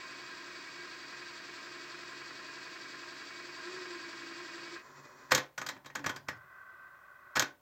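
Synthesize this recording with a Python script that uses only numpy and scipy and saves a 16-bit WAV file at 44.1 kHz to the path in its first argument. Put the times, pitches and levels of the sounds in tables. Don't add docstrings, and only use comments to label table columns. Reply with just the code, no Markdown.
import sys
import numpy as np
from scipy import signal
from scipy.fft import rfft, irfft
from scipy.io import wavfile
from scipy.ndimage import uniform_filter1d, map_coordinates

SR = 44100
rng = np.random.default_rng(int(sys.argv[2]) if len(sys.argv) > 2 else 0)


def generate_wav(signal):
    frames = np.transpose(np.atleast_2d(signal))
    scaled = np.clip(frames, -1, 1) * 32767
    pcm = np.round(scaled).astype(np.int16)
    wavfile.write(sys.argv[1], SR, pcm)


N = 335601
TAPS = 16384
T = np.arange(N) / SR
HZ = np.maximum(np.arange(TAPS // 2 + 1) * SR / TAPS, 1)

REEL_HZ = 11.0
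TAPE_END_S, LATCH_S, FORWARD_START_S, STOP_S = 4.81, 5.32, 6.27, 7.37
CAM_START_S, CAM_STOP_S = 5.58, 6.26

# f/Hz, relative level/dB
REWIND_SPECTRUM = [(35, -63), (60, -34), (130, -17), (220, -11), (340, -9), (480, -11), (817, -14.5),
                   (1030, -6.5), (1650, -3.5), (3020, -10.5), (4800, -6), (6000, -15), (8000, -19),
                   (9100, -40)]
ROOM_NOISE_SPECTRUM = [(25, -14.5), (70, 2), (130, -1.5), (300, -7.5), (1000, -4), (3000, -15),
                       (9000, -20.5), (11000, -22.5), (13000, -20), (16000, -13)]
IDLE_SPECTRUM = [(35, -64.5), (60, -35), (129, -7.5), (162, -15.5), (282, -7.5), (307, -16), (371, -5.5),
                 (813, -13), (1070, -1.5), (1190, -5.5), (1740, -6), (2900, -25.5), (4340, -20),
                 (7370, -20), (9500, -53), (12400, -80.5), (20900, -120)]
CHASSIS_SPECTRUM = [(35, -50.5), (60, -17), (130, -3), (168, -15.5), (289, 0), (422, -5.5), (509, -8.5),
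                    (916, -6), (1480, -2), (2670, -7.5), (6850, -18.5), (9000, -25.5), (11700, -53),
                    (19800, -120)]
SNAP_SPECTRUM = [(2000, -21), (3000, -2.5), (5000, -3.5), (7000, -4), (8200, -10.5), (9300, -28.5),
                 (11300, -26.5), (12800, -9.5), (14000, -20.5), (16000, -25.5)]
CAM_SPECTRUM = [(50, -24), (88, 0), (130, 2.5), (290, 0), (450, -5), (1000, 2), (1800, -19), (3000, -37),
                (8000, -51)]
FORWARD_SPECTRUM = [(35, -52.5), (60, -26), (315, -36), (357, -27), (467, -33), (599, -21.5), (906, -26.5),
                    (1140, -8), (1340, -14.5), (1490, -7.5), (1760, -21), (1950, -17), (2300, -33.5),
                    (8500, -64), (11000, -85), (18700, -120)]
# f/Hz, width/Hz, lift/dB
SHELL_MODES = [(362, 51, 11), (506, 27, 4.5), (635, 120, 4), (1053, 43, 10.5), (1280, 42, 1.5),
               (1450, 48, 2.5), (1614, 55, 9), (1745, 34, 5.5), (1915, 230, 6.5), (2264, 45, 14),
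               (2498, 144, 14), (2764, 44, 8.5), (3300, 20, 7), (3876, 120, 6.5), (4270, 81, 9),
               (4630, 124, 11), (5030, 690, 5.5), (7270, 170, 13.5)]
DRIVE_MODES = [(141, 7.1, 17), (268, 25, 9.5), (369, 21, 10.5), (580, 48, 7.5), (1036, 90, 5.5),
               (1160, 87, -2.5), (1987, 71, 6.5), (2510, 150, 14.5)]
CLUTCH_MODES = [(2750, 450, -3), (3700, 500, -4), (4350, 250, 6.5), (4800, 190, 4.5), (5700, 165, 10.5),
                (7300, 250, 7.5)]
CHASSIS_MODES = [(523, 40, 5.5), (589, 23, 9), (874.6, 40, 6.5), (1048, 50, 7.5), (1200, 46, 6),
                 (1497, 72, 4.5), (1699, 46, 7.5), (1865, 67, 7), (2274, 110, 2), (2434, 31, 2.5),
                 (3215, 200, 9.5), (3428, 50, 5.5), (4340, 152, 5), (5140, 107, 2.5), (6900, 220, 5.5),
                 (7930, 140, 5)]
FORWARD_GEAR_MODES = [(1546, 27, 13.5), (2950, 330, -13)]
# f/Hz, relative level/dB
MOTOR_TONES = [(134.6, -74.5), (204.6, -87), (279.9, -68), (349.9, -63)]
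WHISTLE_TONES = [(14686, -82)]
# t/s, f/Hz
HUB_PITCH = [(3.64, 340), (3.746, 372.5), (3.794, 372), (3.826, 354.2), (4.096, 337.9), (4.356, 337.9),
             (4.414, 354), (4.462, 337.5), (4.78, 340.6)]
# t/s, force/dB, weight/dB, relative boom/dB, slide lead/s, delay factor,
# plate ring/Hz
TRANSPORT_STOPS = [(5.3164, 3.0, 0.5, -29, .0095, 0.97, 511.6), (7.3656, -7, 1.5, -34, .0125, .9, 1514)]
# delay/s, relative clack/dB,
# thud/dB, snap/dB, force share, rise/s, decay/s, high ring/Hz
STOP_CONTACTS = [(0, -21, -35, -26.5, 0.8, 0.0027, 0.0064, 4230),
                 (0.0324, -27, -40.5, -18.5, .05, .0005, .0045, 6520),
                 (.039, -27, -38.5, -35.5, .25, .001, .0065, 3450),
                 (.059, -29, -36.5, -32.5, .05, .0028, 0.0063, 3700)]
# t/s, relative clack/dB, thud/dB, snap/dB, ring/Hz
LEVER_TRIPS = [(5.5767, -36, -64, -39, 1470), (5.613, -37, -51, -42.5, 1260),
               (5.662, -40.5, -61, -37.5, 1530), (5.686, -36.5, -66, -35.5, 1980),
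               (5.762, -52.5, -54, -68, 950), (5.844, -53, -61, -62, 1060), (5.858, -48, -55, -48, 1090),
               (5.898, -50.5, -65, -63, 1870), (5.951, -34.5, -53, -37.5, 1570), (5.99, -49, -46, -56, 885),
               (6.04, -37, -52, -48, 1660), (6.06, -29.5, -36, -34, 1147), (6.091, -35, -45, -38.5, 1470),
               (6.159, -44, -52, -44.5, 1550), (6.283, -33, -42, -40, 1950)]
# f/Hz, relative level/dB, t60/s
CABINET_MODES = [(72, -23.5, .16), (104, -18.5, 0.11), (139.7, -5, 0.27), (201.3, -11, 0.22),
                 (298, -8.5, 0.17), (515, -11.5, 0.15), (597, -12, .22)]
# f/Hz, t60/s
ROOM_DECAY = [(250, 0.27), (500, .3), (1500, 0.22), (5000, 0.18), (9000, 0.063), (14000, 0.12)]
# t/s, length/s, start f/Hz, sag/(Hz/s), level/dB
CAM_GROANS = [(5.67, .11, 318, 560, -56.5), (5.965, .1, 302, 270, -50.5)]
# t/s, level/dB
DRIVE_SHUDDERS = [(6.058, -51), (6.289, -54.5)]


def from_db(db):
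    return 10 ** (np.asarray(db) / 20)


def unit_rms(x):
    return x / np.sqrt(np.mean(x ** 2) + 1e-20)


def at_hz(points, hz):
    f_hz, value = np.transpose(points)
    return np.interp(np.log(hz), np.log(f_hz), value)


def drift(rate_hz):
    knots = rng.standard_normal(4096)
    return unit_rms(np.interp(T * rate_hz, np.arange(len(knots)), knots))


def sine(hz):
    return np.sin(2 * np.pi * np.cumsum(hz) / SR)


def gate(start_s, stop_s, ramp_s):
    return np.clip((T - start_s) / ramp_s + .5, 0, 1) * np.clip((stop_s - T) / ramp_s + .5, 0, 1)


def below(hz, order=8):
    return 1 / np.sqrt(1 + (HZ / hz) ** (2 * order))


def above(hz, order=8):
    return 1 / np.sqrt(1 + (hz / HZ) ** (2 * order))


def response(spectrum, modes):
    lift_db = sum(db / (1 + (2 * (HZ - hz) / width_hz) ** 2) for hz, width_hz, db in modes)
    return from_db(at_hz(spectrum, HZ) + lift_db - uniform_filter1d(lift_db, size=220))


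def impulse(gain, band_hz):
    gain = gain / np.sqrt(np.mean(gain ** 2 * (HZ > band_hz[0]) * (HZ < band_hz[1])))
    cepstrum = irfft(np.log(gain + 1e-7))
    fold = 1 + np.sign(TAPS // 2 - np.arange(TAPS))
    fold[0] = 1
    return irfft(np.exp(rfft(cepstrum * fold)))


def through(x, ring):
    return signal.fftconvolve(x, ring)[:N]


def gear(turn_hz, mesh_hz, tooth_db, wobble_db, worn, whine, flutter):
    turns = turn_hz * (T + np.cumsum(.008 * drift(3)) / SR)
    surface = rng.standard_normal(4000)
    spots = unit_rms(map_coordinates(surface, [turns % 1 * len(surface)], order=3, mode="wrap"))
    rub = np.sqrt(worn) * spots + np.sqrt(1 - worn) * rng.standard_normal(N)
    load_knots = signal.detrend(rng.standard_normal(12))
    load = unit_rms(np.interp(turns, np.arange(12) / 12, load_knots, period=1))
    speed = 1 + flutter * np.sin(2 * np.pi * turns) + .00913 * drift(45)
    teeth = np.cumsum(mesh_hz * speed) / SR
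    push = irfft(np.exp(2j * np.pi * rng.random(60)) * (np.arange(60) > 0), 1024)
    meshing = unit_rms(np.interp(teeth % 1 * len(push), np.arange(len(push)), push))
    rub = unit_rms(rub * from_db(tooth_db * np.cos(2 * np.pi * teeth)))
    force = np.sqrt(1 - whine) * rub + np.sqrt(whine) * meshing
    return unit_rms(force * from_db(wobble_db * load))


def rewind():
    strain_db = 2 * tape_strain()
    turn_rad = 2 * np.pi * REEL_HZ * (T + np.cumsum(.019 * drift(3.15)) / SR)
    whirr_db = -49.5 + strain_db + 1.26 * np.sin(2 * turn_rad)
    hiss_db = -54 + strain_db + .8 * np.sin(turn_rad)
    gears = gear(REEL_HZ, mesh_hz=323, tooth_db=1.5, wobble_db=.6, worn=.5, whine=.22, flutter=.035)
    tape = gear(REEL_HZ, mesh_hz=298, tooth_db=1.5, wobble_db=.7, worn=.5, whine=.25, flutter=.034)
    shell = response(REWIND_SPECTRUM, SHELL_MODES) * below(8700, order=24)
    whirr = through(gears * from_db(whirr_db), impulse(shell * below(2685), (900, 2800)))
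    hiss = through(tape * from_db(hiss_db), impulse(shell * above(2710), (3000, 9000)))
    return whirr * gate(-1, TAPE_END_S, ramp_s=.065) + hiss * gate(-1, TAPE_END_S - .02, ramp_s=.084)


def motor(gain_db):
    hum = sum(from_db(db + 2 * drift(15)) * sine(hz * (1 + .0037 * drift(7.9))) for hz, db in MOTOR_TONES)
    return from_db(gain_db) * hum * gate(-1, TAPE_END_S, ramp_s=.076)


def background(noise_db, whistle_gain_db):
    ring = impulse(from_db(at_hz(ROOM_NOISE_SPECTRUM, HZ)), (20, 16000))
    air = unit_rms(through(rng.standard_normal(N), ring))
    whistle = sum(from_db(db + whistle_gain_db) * np.sin(2 * np.pi * hz * T) for hz, db in WHISTLE_TONES)
    return from_db(noise_db) * air + whistle


def tape_strain(start_s=3.565, rise_s=.11, hold_s=.13, ease_s=.13, residual=.25):
    rise = np.clip((T - start_s) / rise_s, 0, 1)
    eased = np.exp(-np.maximum(T - start_s - rise_s - hold_s, 0) / ease_s)
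    return rise * (residual + (1 - residual) * eased)


def hub_drone(start_s=3.65, hold_s=.27, settle_s=.13, loud_db=-46.5, settled_db=-52):
    hz = np.interp(T, *np.transpose(HUB_PITCH)) * (1 + .0088 * drift(70))
    settled = np.clip((T - start_s - hold_s) / settle_s, 0, 1)
    level_db = loud_db + (settled_db - loud_db) * settled
    throb_db = 2.4 * np.sin(4 * np.pi * REEL_HZ * T) + drift(35)
    return from_db(level_db + throb_db) * sine(hz) * gate(start_s, TAPE_END_S - .025, ramp_s=.025)


def clutch_idle():
    force = gear(turn_hz=2.9, mesh_hz=313, tooth_db=1.5, wobble_db=2, worn=.15, whine=.068, flutter=.011)
    level_db = -58 + .6 * drift(7.5)
    gain = response(IDLE_SPECTRUM, DRIVE_MODES + CLUTCH_MODES) * below(7900, order=20)
    ring = impulse(gain, (800, 2800))
    return through(force * from_db(level_db) * gate(TAPE_END_S, LATCH_S, ramp_s=.04), ring)


def blows():
    for s, force_db, weight_db, _, slide_s, pace, low_hz in TRANSPORT_STOPS:
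        yield s - slide_s, -31, -41, -34, .005, .013, (1330, 5200)
        for delay_s, clack_db, thud_db, snap_db, share, rise_s, decay_s, high_hz in STOP_CONTACTS:
            push_db = force_db * share
            levels_db = clack_db + push_db, thud_db + weight_db, snap_db + push_db
            yield s + pace * delay_s, *levels_db, rise_s, decay_s, (low_hz, high_hz)
    for s, *levels_db, low_hz in LEVER_TRIPS:
        yield s, *levels_db, .0021, .0075, (low_hz, rng.uniform(3150, 6900))


def rattle(rise_s, decay_s, grit_db):
    t = T[:4096]
    envelope = (1 - np.exp(-t / rise_s)) ** 2 * np.exp(-t / decay_s)
    envelope /= envelope.max()
    noise, grit = rng.standard_normal((2, len(t)))
    contacts = noise * from_db(grit_db * grit) * envelope
    for _ in range(2):
        contacts = irfft(np.exp(1j * np.angle(rfft(contacts)))) * envelope ** .14
    return unit_rms(contacts) * np.sqrt(np.mean(envelope ** 2))


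def part_ring(contacts, rings_hz, q, lift):
    ringing = sum(signal.lfilter(*signal.iirpeak(hz, q, fs=SR), contacts) for hz in rings_hz)
    return unit_rms(contacts + lift * ringing) * np.sqrt(np.mean(contacts ** 2))


def chassis_clacks(thud_gain_db, snap_gain_db):
    forces = np.zeros((3, N))
    for s, clack_db, thud_db, snap_db, rise_s, decay_s, rings_hz in blows():
        contacts = part_ring(rattle(rise_s, decay_s, grit_db=2.5), rings_hz, q=21, lift=1.6)
        gains = from_db([thud_db + thud_gain_db, clack_db, snap_db + snap_gain_db])
        at = int(s * SR)
        forces[:, at:at + len(contacts)] += np.outer(gains, contacts)
    chassis = response(CHASSIS_SPECTRUM, CHASSIS_MODES)
    thud = impulse(chassis * below(438), (80, 500))
    clack = impulse(chassis * above(478) * below(2600), (600, 2800))
    snap = impulse(response(SNAP_SPECTRUM, CHASSIS_MODES) * above(3050), (3000, 14000))
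    return sum(through(force, ring) for force, ring in zip(forces, (thud, clack, snap)))


def room(x, onset_s):
    t, edges_hz = T[:TAPS], np.geomspace(220, 17000, 10)
    tail = 0
    for low_hz, high_hz in zip(edges_hz, edges_hz[1:]):
        band = signal.butter(2, [low_hz, high_hz], "band", fs=SR, output="sos")
        t60_s = at_hz(ROOM_DECAY, np.sqrt(low_hz * high_hz))
        tail += signal.sosfilt(band, rng.standard_normal(TAPS)) * from_db(-60 * t / t60_s)
    tail *= np.clip(t / onset_s - .5, 0, 1)
    return through(x, tail / np.linalg.norm(tail))


def cabinet_boom(gain_db, stop_lag_s=.022):
    jolts = np.zeros(N)
    for s, _, _, boom_db, *_ in TRANSPORT_STOPS:
        jolts[int((s + stop_lag_s) * SR)] = from_db(boom_db)
    for s, _, thud_db, *_ in LEVER_TRIPS:
        jolts[int(s * SR)] = from_db(thud_db)
    t = T[:TAPS]
    ring = sum(from_db(db - 60 * t / t60_s) * np.sin(2 * np.pi * hz * t) for hz, db, t60_s in CABINET_MODES)
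    ring = signal.sosfilt(signal.butter(4, 65, "high", fs=SR, output="sos"), ring)
    return from_db(gain_db) * through(jolts, ring)


def cam_grumble(free_db=-75, load_gain_db=-15, relief_db_per_s=119):
    loads = [from_db(clack_db + load_gain_db - relief_db_per_s * np.abs(T - s)) * (T > s)
             for s, clack_db, *_ in LEVER_TRIPS]
    level = from_db(free_db) + np.max(loads, axis=0)
    force = rng.standard_normal(N) * level * gate(CAM_START_S, CAM_STOP_S, ramp_s=.037)
    return through(force, impulse(response(CAM_SPECTRUM, DRIVE_MODES), (60, 3000)))


def cam_groans():
    out = 0
    for s, length_s, start_hz, sag_hz_per_s, db in CAM_GROANS:
        hz = (start_hz - sag_hz_per_s * np.clip(T - s, 0, length_s)) * (1 + .0163 * drift(80))
        out += from_db(db + 1.2 * drift(66)) * sine(hz) * gate(s, s + length_s, ramp_s=.045)
    return out


def drive_shudders(centre_hz=111, width_hz=48, fade_db_per_s=124):
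    resonance = signal.iirpeak(centre_hz, centre_hz / width_hz, fs=SR)
    shake = signal.lfilter(*resonance, rng.standard_normal(N))
    shake = unit_rms(through(shake, impulse(above(80) * below(200), (80, 200))))
    return shake * sum(from_db(db - fade_db_per_s * np.abs(T - s)) * gate(s, np.inf, ramp_s=.012)
                       for s, db in DRIVE_SHUDDERS)


def forward_wind():
    force = gear(turn_hz=9.3, mesh_hz=378, tooth_db=-4.5, wobble_db=1, worn=.28, whine=.038, flutter=.02)
    level_db = -55 + drift(10)
    ring = impulse(response(FORWARD_SPECTRUM, DRIVE_MODES + FORWARD_GEAR_MODES), (800, 2800))
    return through(force * from_db(level_db) * gate(FORWARD_START_S, STOP_S, ramp_s=.017), ring)


def scene():
    clacks = chassis_clacks(thud_gain_db=-3.5, snap_gain_db=-3)
    deck = rewind() + hub_drone() + motor(gain_db=3.5) + clutch_idle() + clacks + cabinet_boom(gain_db=-3)
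    deck += cam_grumble() + cam_groans() + drive_shudders() + forward_wind()
    mid = deck + from_db(-10.5) * room(clacks, onset_s=.0047)
    mid += background(noise_db=-70, whistle_gain_db=1.5)
    side = from_db(-61) * room(clacks, onset_s=.003) + from_db(-90) * rng.standard_normal(N)
    return np.array([mid + side, mid - side])


def record(dry):
    return signal.sosfilt(signal.ellip(12, .1, 80, 15900, fs=SR, output="sos"), dry)


dry = scene()
out = record(dry)
generate_wav(out)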